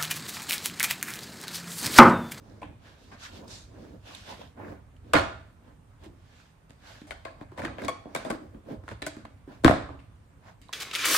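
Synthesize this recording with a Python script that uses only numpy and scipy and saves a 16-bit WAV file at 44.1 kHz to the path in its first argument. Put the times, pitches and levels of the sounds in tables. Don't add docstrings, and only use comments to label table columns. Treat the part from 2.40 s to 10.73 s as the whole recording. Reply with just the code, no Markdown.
import sys
import numpy as np
from scipy import signal
from scipy.fft import rfft, irfft, next_fast_len
from scipy.io import wavfile
from scipy.ndimage import uniform_filter1d

SR = 44100
rng = np.random.default_rng(int(sys.argv[2]) if len(sys.argv) > 2 else 0)


def generate_wav(signal):
    frames = np.transpose(np.atleast_2d(signal))
    scaled = np.clip(frames, -1, 1) * 32767
    pcm = np.round(scaled).astype(np.int16)
    wavfile.write(sys.argv[1], SR, pcm)


N = 367264


def amp(db):
    return 10 ** (np.asarray(db) / 20)


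def unit(x):
    return x / np.sqrt(np.mean(x ** 2) + 1e-20)


def along(points, hz):
    f, v = np.transpose(points)
    return np.interp(np.log(hz + 1), np.log(f + 1), v)


def curve(points):
    s, v = np.transpose(points)
    return np.interp(np.arange(N) / SR, s, v)


def filtered(x, response):
    m = next_fast_len(x.shape[-1] + 8192)
    return irfft(rfft(x, m) * response(np.fft.rfftfreq(m, 1 / SR)), m)[..., :x.shape[-1]]


# (frequency [Hz], correlation [0-1])
PORT_LIKENESS = [(25, 0.86), (60, 1), (130, 0.87), (290, 0.81), (640, 0.045), (3000, 0.11), (7000, 0.047),
                 (15000, 0.31)]


def ports(pair, gain):
    turn = lambda hz: np.arccos(np.clip(along(PORT_LIKENESS, hz), -1, 1)) / 2
    mid, side = filtered(pair, lambda hz: gain(hz) * [np.cos(turn(hz)), np.sin(turn(hz))])
    return np.array([mid + side, mid - side])


def rush(spectrum, patchy_db, grain_db):
    grain_gain = amp(grain_db * np.repeat(rng.exponential(size=N // 128 + 1), 128)[:N])
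    z = signal.stft(grain_gain * rng.standard_normal((2, N)), nperseg=512)[2]
    field = uniform_filter1d(rng.standard_normal(z.shape[1:]), 8, 0)
    field = uniform_filter1d(field, 8, 1)
    pair = signal.istft(z * amp(patchy_db * unit(field)), nperseg=512)[1][:, :N]
    return unit(ports(pair, lambda hz: amp(along(spectrum, hz))))


# (time [s], level [dB])
RUMBLE_LEVEL = [(0, -53), (.6, -57), (1.23, -52), (1.83, -55.5), (2.2, -51), (2.6, -52), (3.5, -55),
                (3.8, -53.5), (4.1, -60.5), (4.5, -55.5), (5.0, -54), (6.0, -55), (6.9, -52), (7.8, -55),
                (8.33, -59)]
# (frequency [Hz], relative density [dB])
RUMBLE_SPECTRUM = [(12, -83.5), (20, -84.5), (38, 2), (59, 3.5), (103, 6.5), (146, -5.5), (168, -12),
                   (220, -11.5), (290, -8), (480, -120)]
AIR_SPECTRUM = [(88, -41.5), (150, 5.5), (281, -10.5), (349, -7.5), (1140, -10.5), (5170, -29.5),
                (8290, -28.5), (9510, -25.5), (11100, -48.5), (14000, -30), (16500, -69)]
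AIR_DB = -62.5


def outdoors():
    rumble = rush(RUMBLE_SPECTRUM, patchy_db=1.5, grain_db=.3)
    air = rush(AIR_SPECTRUM, patchy_db=1.2, grain_db=.3)
    return (amp(curve(RUMBLE_LEVEL)) * rumble + amp(AIR_DB) * air) * amp([[-1.1], [1.1]])


# (frequency [Hz], width [Hz], gain [dB])
PANEL_MODES = [(104.9, 11, 7), (223, 32, 4.5), (295, 28, 7.5), (362, 17, 3), (560, 80, 3), (669, 91, 4),
               (1047, 88, 5), (1510, 360, 5.5), (1770, 160, 2.5), (2170, 220, 2.5), (2480, 180, 2),
               (3000, 430, 0), (3700, 270, 3.5), (4230, 250, 2.5), (4730, 280, 4)]


def panel(hz):
    gain = 1
    for centre, width, db in PANEL_MODES:
        resonance = 1j * hz * width / (centre ** 2 - hz ** 2 + 1j * hz * width)
        gain = gain * (1 + (amp(db) - 1) * resonance)
    return gain


# (time of top [s], swell [s], fade [s], panel flexing [dB],
# scraping [dB], cloth brushing [dB], scrape brightness [0-1], cloth brightness [0-1])
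RUB_STROKES = [(.118, 0.31, 0.26, -54, -66, -71, 0.33, 0.6), (.3, 0.18, 0.135, -56.5, -83, -83, 0.3, 0.1),
               (.47, 0.084, 0.19, -61, -58, -61, 0.66, 0.25), (.64, 0.12, 0.17, -57, -71, -62.5, 0.8, 0.33),
               (.744, 0.079, 0.029, -56.5, -54, -62, 0.27, 0.9),
               (0.849, 0.076, 0.074, -82, -45.5, -47, 0.78, 0.52),
               (.97, 0.13, 0.071, -52.5, -56.5, -53, 0.36, 0.36),
               (1.045, 0.18, 0.124, -46.5, -56.5, -67, 0.1, 0.3),
               (1.118, 0.05, 0.17, -53, -54, -46.5, 0.62, 0.76),
               (1.43, 0.19, 0.22, -48.5, -59, -66, 0.35, 0.5),
               (1.54, 0.039, 0.055, -47.5, -75, -85, 0.2, 0.2),
               (1.679, 0.055, 0.22, -56.5, -53, -53.5, 0.36, 0.16),
               (1.77, 0.15, 0.28, -71, -61.5, -55, 1, 0.47),
               (1.903, 0.073, 0.096, -48, -46, -48, 0.38, 0.24),
               (2.01, 0.17, 0.13, -54.5, -55, -56.5, 0.4, 0.1),
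               (2.199, 0.042, 0.24, -46.5, -48, -78, 0.3, 0.6),
               (2.302, 0.12, 0.1, -43.5, -51, -67.5, 0.3, 0.5),
               (2.68, 0.064, 0.54, -53.5, -66, -71, 0.4, 0.2),
               (3.28, 0.087, 0.11, -57.5, -62, -75, 0.37, 0.26),
               (3.655, 0.071, 0.044, -53, -54.5, -60, 0.28, 0), (4.0, 0.3, 0.19, -77, -64, -65, 0.67, 0.4),
               (4.49, 0.1, 0.24, -62.5, -53.5, -55, 0.49, 0.35),
               (5.024, 0.052, 0.029, -54, -52.5, -66, 0.13, 0.3),
               (5.125, 0.022, 0.06, -59, -59.5, -73, 0.23, 0.4),
               (5.193, 0.03, 0.036, -43, -41, -57, 0.36, 0.5),
               (5.24, 0.028, 0.045, -38.5, -40, -55, 0.4, 0.79),
               (5.392, 0.011, 0.043, -42.5, -43.5, -59, 0.6, 0.1),
               (5.453, 0.088, 0.034, -37.5, -46.5, -55, 0.06, 0.5),
               (5.82, 0.15, 0.061, -51.5, -48, -60, 0.32, 0.6),
               (5.95, 0.047, 0.027, -44, -49, -57, .4, 0.2),
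               (6.04, 0.061, 0.085, -49.5, -69, -89, 0.1, 0.1),
               (6.145, 0.032, 0.084, -50, -65, -87, 0.2, 0.2),
               (6.32, 0.081, 0.067, -40, -52.5, -61.5, 0.34, 0.1),
               (6.529, 0.096, 0.021, -49.5, -53.5, -61.5, 0.56, 0.8),
               (7.086, 0.015, 0.1, -49, -57, -74, 0.47, 0.5),
               (7.13, 0.068, .12, -54, -57.5, -64.5, 0.3, 0.2),
               (8.089, 0.079, 0.068, -62, -52, -65, 0.34, 0.43)]
# (frequency [Hz], relative density [dB])
FLEX_SPECTRUM = [(60, -54), (110, -3), (230, 2.5), (300, -1.5), (500, -1.5), (800, -15), (1500, -43.5)]
SCRAPE_SPECTRA = [
    [(250, -28.5), (550, 6), (900, 10.5), (1300, -2.5), (2200, -21.5), (5000, -31.5)],
    [(500, -38.5), (1200, -6.5), (1600, -3), (2200, -7.5), (3000, -15), (6000, -44)],
]
CLOTH_SPECTRA = [
    [(1500, -11), (2600, 1.5), (3500, 2), (5000, -5.5), (9500, -19), (13000, -18.5), (16500, -42)],
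    [(2200, -41), (3600, 1.5), (5000, 2.5), (7000, -1.5), (9500, -12.5), (13000, -24), (16500, -46)],
]
EDGE_DB = 21.5
POINTED = 1.47


def rubbing():
    step = 64
    rows, t = np.array(RUB_STROKES), np.arange(N // step + 1) * step / SR
    late = t - rows[:, :1]
    distance = np.where(late < 0, -late / rows[:, 1:2], late / rows[:, 2:3])
    shape_db = -EDGE_DB * distance ** POINTED
    power = amp(2 * np.maximum(rows[:, 3:6].T[..., None] + shape_db, -150))
    turn = rows[:, 6:].T[..., None] * np.pi / 2
    dull = power[1:] * np.cos(turn) ** 2
    bright = power[1:] * np.sin(turn) ** 2
    level = lambda p: np.interp(np.arange(N) / SR, t, np.sqrt(p.sum(axis=0)))

    total = level(power[0]) * unit(filtered(rush(FLEX_SPECTRUM, patchy_db=1.5, grain_db=.6), panel))
    for strokes, spectrum in zip((dull[0], bright[0]), SCRAPE_SPECTRA):
        scrape = rush(spectrum, patchy_db=2.2, grain_db=1.5)
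        total = total + level(strokes) * unit(filtered(scrape, panel))
    for strokes, spectrum in zip((dull[1], bright[1]), CLOTH_SPECTRA):
        total = total + level(strokes) * rush(spectrum, patchy_db=1.5, grain_db=1)
    return total * amp([[.1], [2.2]])


# (time of top [s], level [dB], rise over 20 dB [s], t60 [s])
DOOR_SHUDDERS = [(.3, -45, 0.091, 0.52), (2.764, -30, 0.029, 0.55), (5.271, -41.5, 0.17, 0.45),
                 (5.44, -47, .03, 0.45), (5.78, -53, 0.033, .5), (6.39, -42, 0.12, 0.36),
                 (6.52, -42.5, 0.021, 0.6), (7.261, -23.5, 0.024, 0.43), (7.5, -43, 0.066, .5)]
# (frequency [Hz], relative density [dB])
SHUDDER_SPECTRUM = [(15, -41.5), (40, -11), (70, 1.5), (110, 1), (170, -11.5), (300, -34), (500, -120)]


def shudder():
    t, level = np.arange(N) / SR, 0
    for s, db, rise, t60 in DOOR_SHUDDERS:
        shape_db = np.where(t < s, 20 * (t - s) / rise, -60 * (t - s) / t60)
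        level = level + amp(np.maximum(db + shape_db, -150))
    return level * rush(SHUDDER_SPECTRUM, patchy_db=2, grain_db=0.5) * amp([[-1.2], [1.2]])


# (frequency [Hz], t60 [s])
GARAGE_T60 = [(60, 0.51), (160, 0.27), (420, 0.42), (1100, 0.45), (3000, 0.47), (8000, 0.43),
              (14000, 0.083)]
# (frequency [Hz], gain [dB])
GARAGE_COLOUR = [(60, -5), (300, -3.5), (1500, -3.5), (5000, -1), (12000, -10.5)]


def garage():
    hz, t, z = signal.stft(rng.standard_normal((2, SR * 3 // 5)), SR, nperseg=256)
    z = z * amp(-60 * t / along(GARAGE_T60, hz)[:, None])
    z = z / np.linalg.norm(z, axis=(0, 2))[:, None]
    tail = signal.istft(z, SR, nperseg=256)[1]
    tail = ports(tail / np.linalg.norm(tail[0]), lambda hz: amp(along(GARAGE_COLOUR, hz)))
    return np.pad(tail, ((0, 0), (250, 0)))


def sweep(hz):
    return np.exp(-4j * np.pi * 0.0792 * (np.sqrt(hz + 40) - hz / 300))


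# (time [s], level [dB], thud [dB], knock [dB], clack [dB], edge [dB],
# left-right at 3 kHz [dB], rattle re snap [dB], rattle t60 [s], hollow note [Hz], its level [dB],
# send to the garage [dB]); thud to edge steer the colour from bass to treble, on top of a fixed curve
BLOWS = [(.2165, -47.5, 0.5, -3, -0.5, -13.5, -3, -8, 0.18, 650, -40, -5.5),
         (.227, -37.5, -4, -11, -17, -45, 3, -10.5, 0.085, 834, -30, 1),
         (.715, -44.5, -7, -13, -2, -23, -1, -8, 0.067, 1125, -64, 5.5),
         (1.0795, -48, -19, -21, -18, 0, 3, -7.5, 0.06, 4850, -38, -2),
         (1.707, -49, -9, -8, 7, -15, 0, -12, 0.027, 1050, -47, 4),
         (1.748, -34, -32, -42, -33, -10, -8, -6, 0.031, 3700, -30.5, 1),
         (1.99, -64, 2, 2, 0, -25, 0, -23, .03, 503, -40.5, 7),
         (2.013, -46.5, 2, 12, -1, -25, 0, -20, 0.026, 990, -43, -11),
         (2.1663, -58.5, 7, 7, 1, -17, -3, -7, 0.047, 665, -51, 8),
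         (2.5644, -50, -14, -33, -21, -12, -1, -6.5, 0.026, 3040, -56, -3),
         (2.645, -50, -3, -5, -10, -20, 0, -23, .05, 290, -52, -5),
         (2.7347, -3, -20, -2, -4, -15, 3, -19, 0.034, 1500, -12.5, 0.5),
         (2.741, -15, -2.5, -6, 0.5, -32, -5, -12, 0.079, 560, -10, -3),
         (2.7502, -10.5, -4.5, -21, -1, -22, -12, -13, 0.13, 309, -14, -1.5),
         (2.76, -25, -2, 0, -6.5, -27, -2, -28, .05, 69.44, -32, 5),
         (2.77, -19.5, -7.5, -6.5, -0.5, -15.5, -12.5, -14, 0.19, 1520, -19.5, -14),
         (3.6357, -45, -13, -17.5, -17, -8.5, -9.5, -10.5, 0.067, 890, -58, -12),
         (3.6598, -48.5, 13, 0, -8, -6, -3.5, -36.5, 0.045, 345, -40.5, 6.5),
         (4.2955, -43.5, -4, -15.5, -16, -13, -4, -18.5, 0.16, 293, -56, -2),
         (4.615, -36.5, 5, -12, -13, -17.5, -4.5, -23.5, 0.025, 1500, -59.5, -1),
         (4.67, -45, -19, -8, -11, -5, -3, -23, 0.23, 2170, -57, 9),
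         (4.7073, -23, -15.5, -12, -10.5, -16, 6, -11, 0.065, 2170, -25, -4.5),
         (4.8504, -27, -7.5, -2.5, -1.5, -17, 13, -17, 0.061, 1600, -38, 0),
         (5.011, -38, 11.5, 4, 1.5, -18, 2, -46, .038, 289, -40, 0),
         (5.1174, -51, 10, -3, 14, -8, 4, -20, 0.057, 355, -42, -2),
         (5.176, -33.5, -20, -5, -6, -14, 12, -16, 0.12, 603, -35, 2),
         (5.19, -46, -2, 8, -7, -10, 9, -5.5, 0.071, 2040, -38, -5),
         (5.218, -33.5, 7, -8, -3, -11, 4, -15, 0.1, 1760, -31, -5),
         (5.237, -44, 9, 3, -1, -20, 0, -23, 0.037, 684, -30, 6),
         (5.249, -19.5, -8, -22, -6, -18, 3, -12.5, 0.059, 1510, -30, -4.5),
         (5.28, -34, 9.5, -2, 1, -17, 0, -19.5, 0.051, 1280, -34, 6),
         (5.383, -27.5, -12, 1, -7, -26, 11, -23, 0.068, 670, -42, 3),
         (5.4195, -32, 2, -4, 2, -8, -1, -22, 0.062, 526, -35, 3),
         (5.438, -35.5, 2, -11, 3, -14, 5, -26, 0.033, 282, -34, 14),
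         (5.448, -25.5, -5, -13, -17, -7, 7, -25, .042, 3800, -40, -18),
         (5.457, -44, 7, -8, -2, -18, 5, -29, .03, 268, -43, 7),
         (5.4815, -18, -5, -5, -3.5, -9.5, 5, -11.5, 0.05, 640, -36, -5.5),
         (5.6552, -45.5, 22.5, 14.5, 3.5, -33, 5, -31, 0.053, 310, -46, 3),
         (5.749, -15.5, -6, -7.5, -6, -9.5, 2, -16.5, 0.082, 638, -24.5, -3.5),
         (5.848, -31, -5, 4.5, -0.5, -7.5, -2, -17.5, 0.042, 627, -26.5, 9),
         (5.864, -41, 9, 2, 2, -17, 0, -27, .05, 250.4, -32.5, 5.5),
         (5.9, -27.5, -2, -1.5, 1.5, -8.5, 3, -12.5, 0.12, 368, -25, -8.5),
         (5.922, -45, -3, -3, 9, -18.5, 3, -17, 0.04, 302, -25.5, 7.5),
         (6.145, -57, 17.5, -2, 2, -29, 8, -7.5, 0.054, 260, -47, 0.5),
         (6.2837, -57.5, 16, 18, 8.5, -19, 7, -17.5, 0.086, 520, -35, 10),
         (6.436, -47, 3, -6, 7, -24, .5, -26, .08, 290, -41, -4),
         (6.479, -31, -10, -13, -2, -16, 0, -18.5, 0.18, 1450, -35, -2.5),
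         (6.515, -34, 1, -5.5, 1, -17, 4, -23, .046, 584, -38, -3.5),
         (6.6192, -19, -10, -14.5, -13, -15.5, 0, -12, 0.036, 4100, -34, -0.5),
         (6.6644, -21, -9, -11.5, -9.5, -5, 1, -12, 0.061, 2120, -25.5, -4.5),
         (6.7663, -37, 6.5, -12, 2, -9, -3, -23, 0.021, 337, -38.5, 2.5),
         (6.8491, -44.5, 1, -6.5, 2, -19, 4, -3.5, 0.033, 690, -39, -2.5),
         (7.0738, -55.5, 25, 4, -5, -23, 4, -22, 0.03, 388, -39.5, -3),
         (7.2355, -40, 10, 6, 1, -9, 3, -4, 0.041, 310, -31, -4),
         (7.2456, 0, 1, -15, 0, -14.5, 7, -32.5, 0.22, 325, -4.5, -3),
         (7.251, -24, 8, 4, -1, -25.5, 0.5, -33, .05, 75, -21.5, -6),
         (7.2605, -17, 10, 1, 6, -25, 12, -36, .05, 275, -9.5, -14),
         (7.2785, -1.5, -7.5, -13, -1.5, -29, -3, -39.5, 0.093, 694, -24, -10.5),
         (7.295, -17.5, 12, 2, 4, -16, -3, -30, 0.077, 660, -17, -5.5),
         (7.3095, -19, -2, 3, 10, -12, -13, -35, .02, 696, -12, 1),
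         (7.325, -43, -10, -1, -2, -1, 4, -35, .05, 726, -17.5, 2),
         (7.49, -41.5, 9, 1, 9, -23.5, -9, -28, 0.082, 1186, -41, 6),
         (7.5905, -45, -8, -21, -14.5, -20, 0, -14.5, 0.12, 2740, -51, 0.5),
         (8.2153, -41, -6, -42, -21, -8, -5, -14, 0.042, 3100, -52.5, 5.5),
         (8.285, -51, -23.5, -18.5, -14, -9, -9, -16, .03, 3960, -45.5, 9),
         (8.2905, -48, -27, -14, 3, -14, -11.5, -14, 0.035, 1030, -34, 2)]
# (frequency [Hz], level re BOOM_DB [dB], t60 [s])
DOOR_MODES = [(62, -2, .2), (97, -3, .25), (304, -2, .18), (360, -6, .1), (565, -5, .15), (665, -3, .3),
              (740, -8, .25), (1012, -13, .3), (1095, -10, .3), (1710, -14, .25), (271, -15, .8),
              (275, -20, .7)]
# (time [s], share at low frequencies [0-1])
SLOT_SHARE = [(4.6, 0.04), (4.7, 0.17), (5.3, 0.06), (5.48, 0.4), (5.75, 0), (6.0, 0)]
# (frequency [Hz], t60 [s])
NOTE_LIFE = [(70, .3), (200, .08), (700, .025), (2000, .018), (5000, .008)]
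GAP_HZ = 1120
CRUNCH_DB = 5
BOOM_DB = -54.5
THROWN_CLICK, THROWN_RATTLE, THROWN_NOTE = 0.57, 0.81, 0.47
NOTE_RISE_S = 0.00028
NOTE_WAVER = 0.36


def waver(length, depth):
    return 1 + depth * unit(uniform_filter1d(rng.standard_normal((2, length)), size=200))


def hits():
    out, t = np.zeros((2, N + 2 * SR)), np.arange(SR * 3 // 5) / SR
    size, lead = len(t), 256
    since = np.maximum(t - lead / SR, 0)
    impulse = np.arange(size) == lead
    tails = [garage() for _ in range(12)]
    for k, (s, db, thud_db, knock_db, clack_db, edge_db, pan_db, rattle_db, t60,
            note_hz, note_db, echo_db) in enumerate(BLOWS):
        chosen = rng.random(size) < .25
        slips = 0.36 * amp(-60 * since / 0.011) * (since > 0) * chosen * rng.standard_normal((2, size))
        snap = 0.62 * impulse + ports(slips, lambda hz: 1)
        shake = amp(rattle_db - 60 * since / t60) * (1 - np.exp(-since / 0.0014))
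        contacts_db = CRUNCH_DB * np.repeat(rng.standard_normal(size // 96 + 1), 96)[:size]
        rattle = ports(shake * unit(amp(contacts_db)) * rng.standard_normal((2, size)), lambda hz: 1)
        boom = 0
        for hz, level_db, decay in DOOR_MODES:
            mode_db = BOOM_DB + level_db + rng.normal(0, 0.93) - 60 * since / decay
            boom = boom + amp(mode_db) * np.sin(2 * np.pi * hz * since)

        colour = [(25, thud_db - 1.0), (80, thud_db + 18.5), (280, thud_db + 23.5),
                  (600, knock_db + 29.5), (1200, clack_db + 19.0), (2300, 10.1), (3300, 6.2),
                  (5500, 0.74 * edge_db + 7.5), (8500, edge_db + 14.5), (12500, edge_db + 1.0),
                  (16500, edge_db - 9.0)]
        bounced = np.interp(s, *np.transpose(SLOT_SHARE))
        share = lambda hz: bounced / (1 + (hz / 9000) ** 2)
        slot = lambda hz: np.sqrt(1 - share(hz) ** 2) / (1 - share(hz) * np.exp(-2j * np.pi * hz / GAP_HZ))
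        response = lambda hz: amp(db + along(colour, hz)) * sweep(hz) * slot(hz) * panel(hz)

        shaken = snap + rattle + boom
        click = np.linalg.norm(shaken[0]) * impulse
        sent = THROWN_CLICK * click + THROWN_RATTLE * shaken[0]
        *direct, thrown = filtered(np.vstack([shaken, sent]), response)

        fade = amp(note_db - 60 * since / along(NOTE_LIFE, note_hz))
        ring = fade * (1 - np.exp(-since / NOTE_RISE_S)) * np.sin(2 * np.pi * note_hz * since)
        note = filtered(waver(size, NOTE_WAVER) * ring, sweep)
        direct = direct + note
        thrown = amp(echo_db) * (thrown + THROWN_NOTE * note[0])
        wet = signal.fftconvolve(thrown[None], tails[k % len(tails)], axes=1)

        lean = [(300, -0.5), (900, 0.87), (3000, pan_db), (9000, pan_db / 4)]
        at = round(s * SR) - lead
        out[:, at:at + size] += filtered(direct, lambda hz: amp(along(lean, hz) * [[.5], [-.5]]))
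        out[:, at:at + wet.shape[1]] += wet * amp([[-.8], [.8]])
    return out[:, :N]


# (time [s], frequency [Hz], # level [dB],
# t60 [s], left-right [dB])
SPOT_NOTES = [(0.22, 1007, -36, 0.056, 0), (.217, 2300, -40, .02, 0), (0.23, 1027, -37, 0.071, -2),
              (0.23, 2557, -36, 0.014, 5), (.232, 1900, -43, .02, 0), (2.734, 2680, -14.5, 0.019, -1),
              (2.739, 4300, -24, 0.012, 1), (2.753, 4600, -24, .02, -1.5), (2.7365, 900, -9.5, .012, 0.5),
              (2.7385, 620, -11, .02, 1), (2.772, 4250, -29, .05, -3), (2.8, 4400, -33.5, 0.045, 0.5),
              (2.744, 1035, -16, 0.045, -2), (2.752, 2440, -22, .03, -3), (2.77, 1750, -19, .04, -3.5),
              (2.788, 1350, -23, .04, -3.5), (2.8, 920, -25, .04, -1.5), (4.72, 1460, -33, 0.034, 5),
              (4.708, 3150, -30, 0.016, 3), (4.851, 2130, -33, 0.017, 5), (4.86, 1134, -40, 0.037, 3),
              (4.881, 1670, -37.5, .04, -3), (5.179, 1790, -39, 0.037, 4), (5.185, 1983, -35, .02, 4),
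              (5.192, 2150, -40, 0.032, 4), (5.183, 990, -33, 0.034, 2), (5.384, 1650, -35, .02, 8),
              (5.439, 602, -31, .03, 0), (5.219, 2370, -39.5, .025, 3), (5.25, 1837, -24.5, 0.036, 0),
              (5.249, 330, -21, 0.049, 0), (5.278, 2440, -41, .025, 0), (5.418, 1586, -36, .03, 0),
              (5.418, 2170, -37, .03, 2), (5.438, 4000, -35, .01, 3), (5.448, 4680, -37, 0.011, 3),
              (5.448, 2400, -44, .01, 3), (5.455, 4000, -39, .01, 4.5), (5.482, 2220, -27.5, 0.056, 4),
              (5.4825, 1095, -21, 0.081, 1), (5.484, 667, -20.5, .07, 1), (5.483, 3360, -34.5, 0.058, 0),
              (5.495, 1090, -29, 0.051, 0.5), (5.488, 500, -24.5, 0.052, 0), (5.751, 510, -18, 0.014, 0),
              (5.751, 3400, -28, .012, 2), (5.77, 3700, -37.5, .04, 1.5), (5.248, 2100, -29, .015, 0),
              (5.27, 1600, -32, .04, -1.5), (5.75, 1540, -31, 0.035, -0.5), (5.75, 2270, -25, 0.024, 3),
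              (5.758, 1100, -27, 0.042, 0.5), (5.855, 250, -29, .1, 0), (5.85, 3500, -40, .03, 0),
              (5.85, 1900, -40, .03, 0), (5.903, 1120, -27.5, 0.063, 0), (5.902, 2110, -33, 0.018, 0),
              (6.665, 1503, -31.5, 0.046, 0.5), (6.666, 640, -23, 0.041, -3.5), (7.262, 93, -16, .1, -2.5),
              (7.279, 1450, -13, .012, 0), (7.2787, 700, 1, 0.02, -2.5), (7.309, 670, -14, 0.028, 0),
              (7.247, 420, -8, .02, 0), (7.258, 1020, -18, 0.033, 0), (7.336, 720, -22.5, 0.052, 0.5),
              (7.49, 271, -43.5, .6, -1)]
OVERTONE_ECHO_DB = -7


def overtones():
    out, t = np.zeros((2, N + 2 * SR)), np.arange(SR * 3 // 5) / SR
    for s, hz, db, t60, pan_db in SPOT_NOTES:
        fade = amp(db - 60 * t / t60) * (1 - np.exp(-t * hz / 1.7))
        ring = waver(len(t), NOTE_WAVER * min(1, .05 / t60)) * fade * np.sin(2 * np.pi * hz * t)
        wet = signal.fftconvolve(ring[:1], garage(), axes=1)
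        at = round(s * SR)
        out[:, at:at + len(t)] += ring * amp(pan_db * np.array([[.5], [-.5]]))
        out[:, at:at + wet.shape[1]] += amp(OVERTONE_ECHO_DB) * wet
    return out[:, :N]


def scene():
    return outdoors() + rubbing() + shudder() + hits() + overtones()


CEILING = .92
TOP_HZ = 16600


def record(dry):
    rounded = dry / (1 + np.abs(dry / CEILING) ** 4) ** .25
    return filtered(rounded, lambda hz: hz < TOP_HZ)


dry = scene()
out = record(dry)
generate_wav(out)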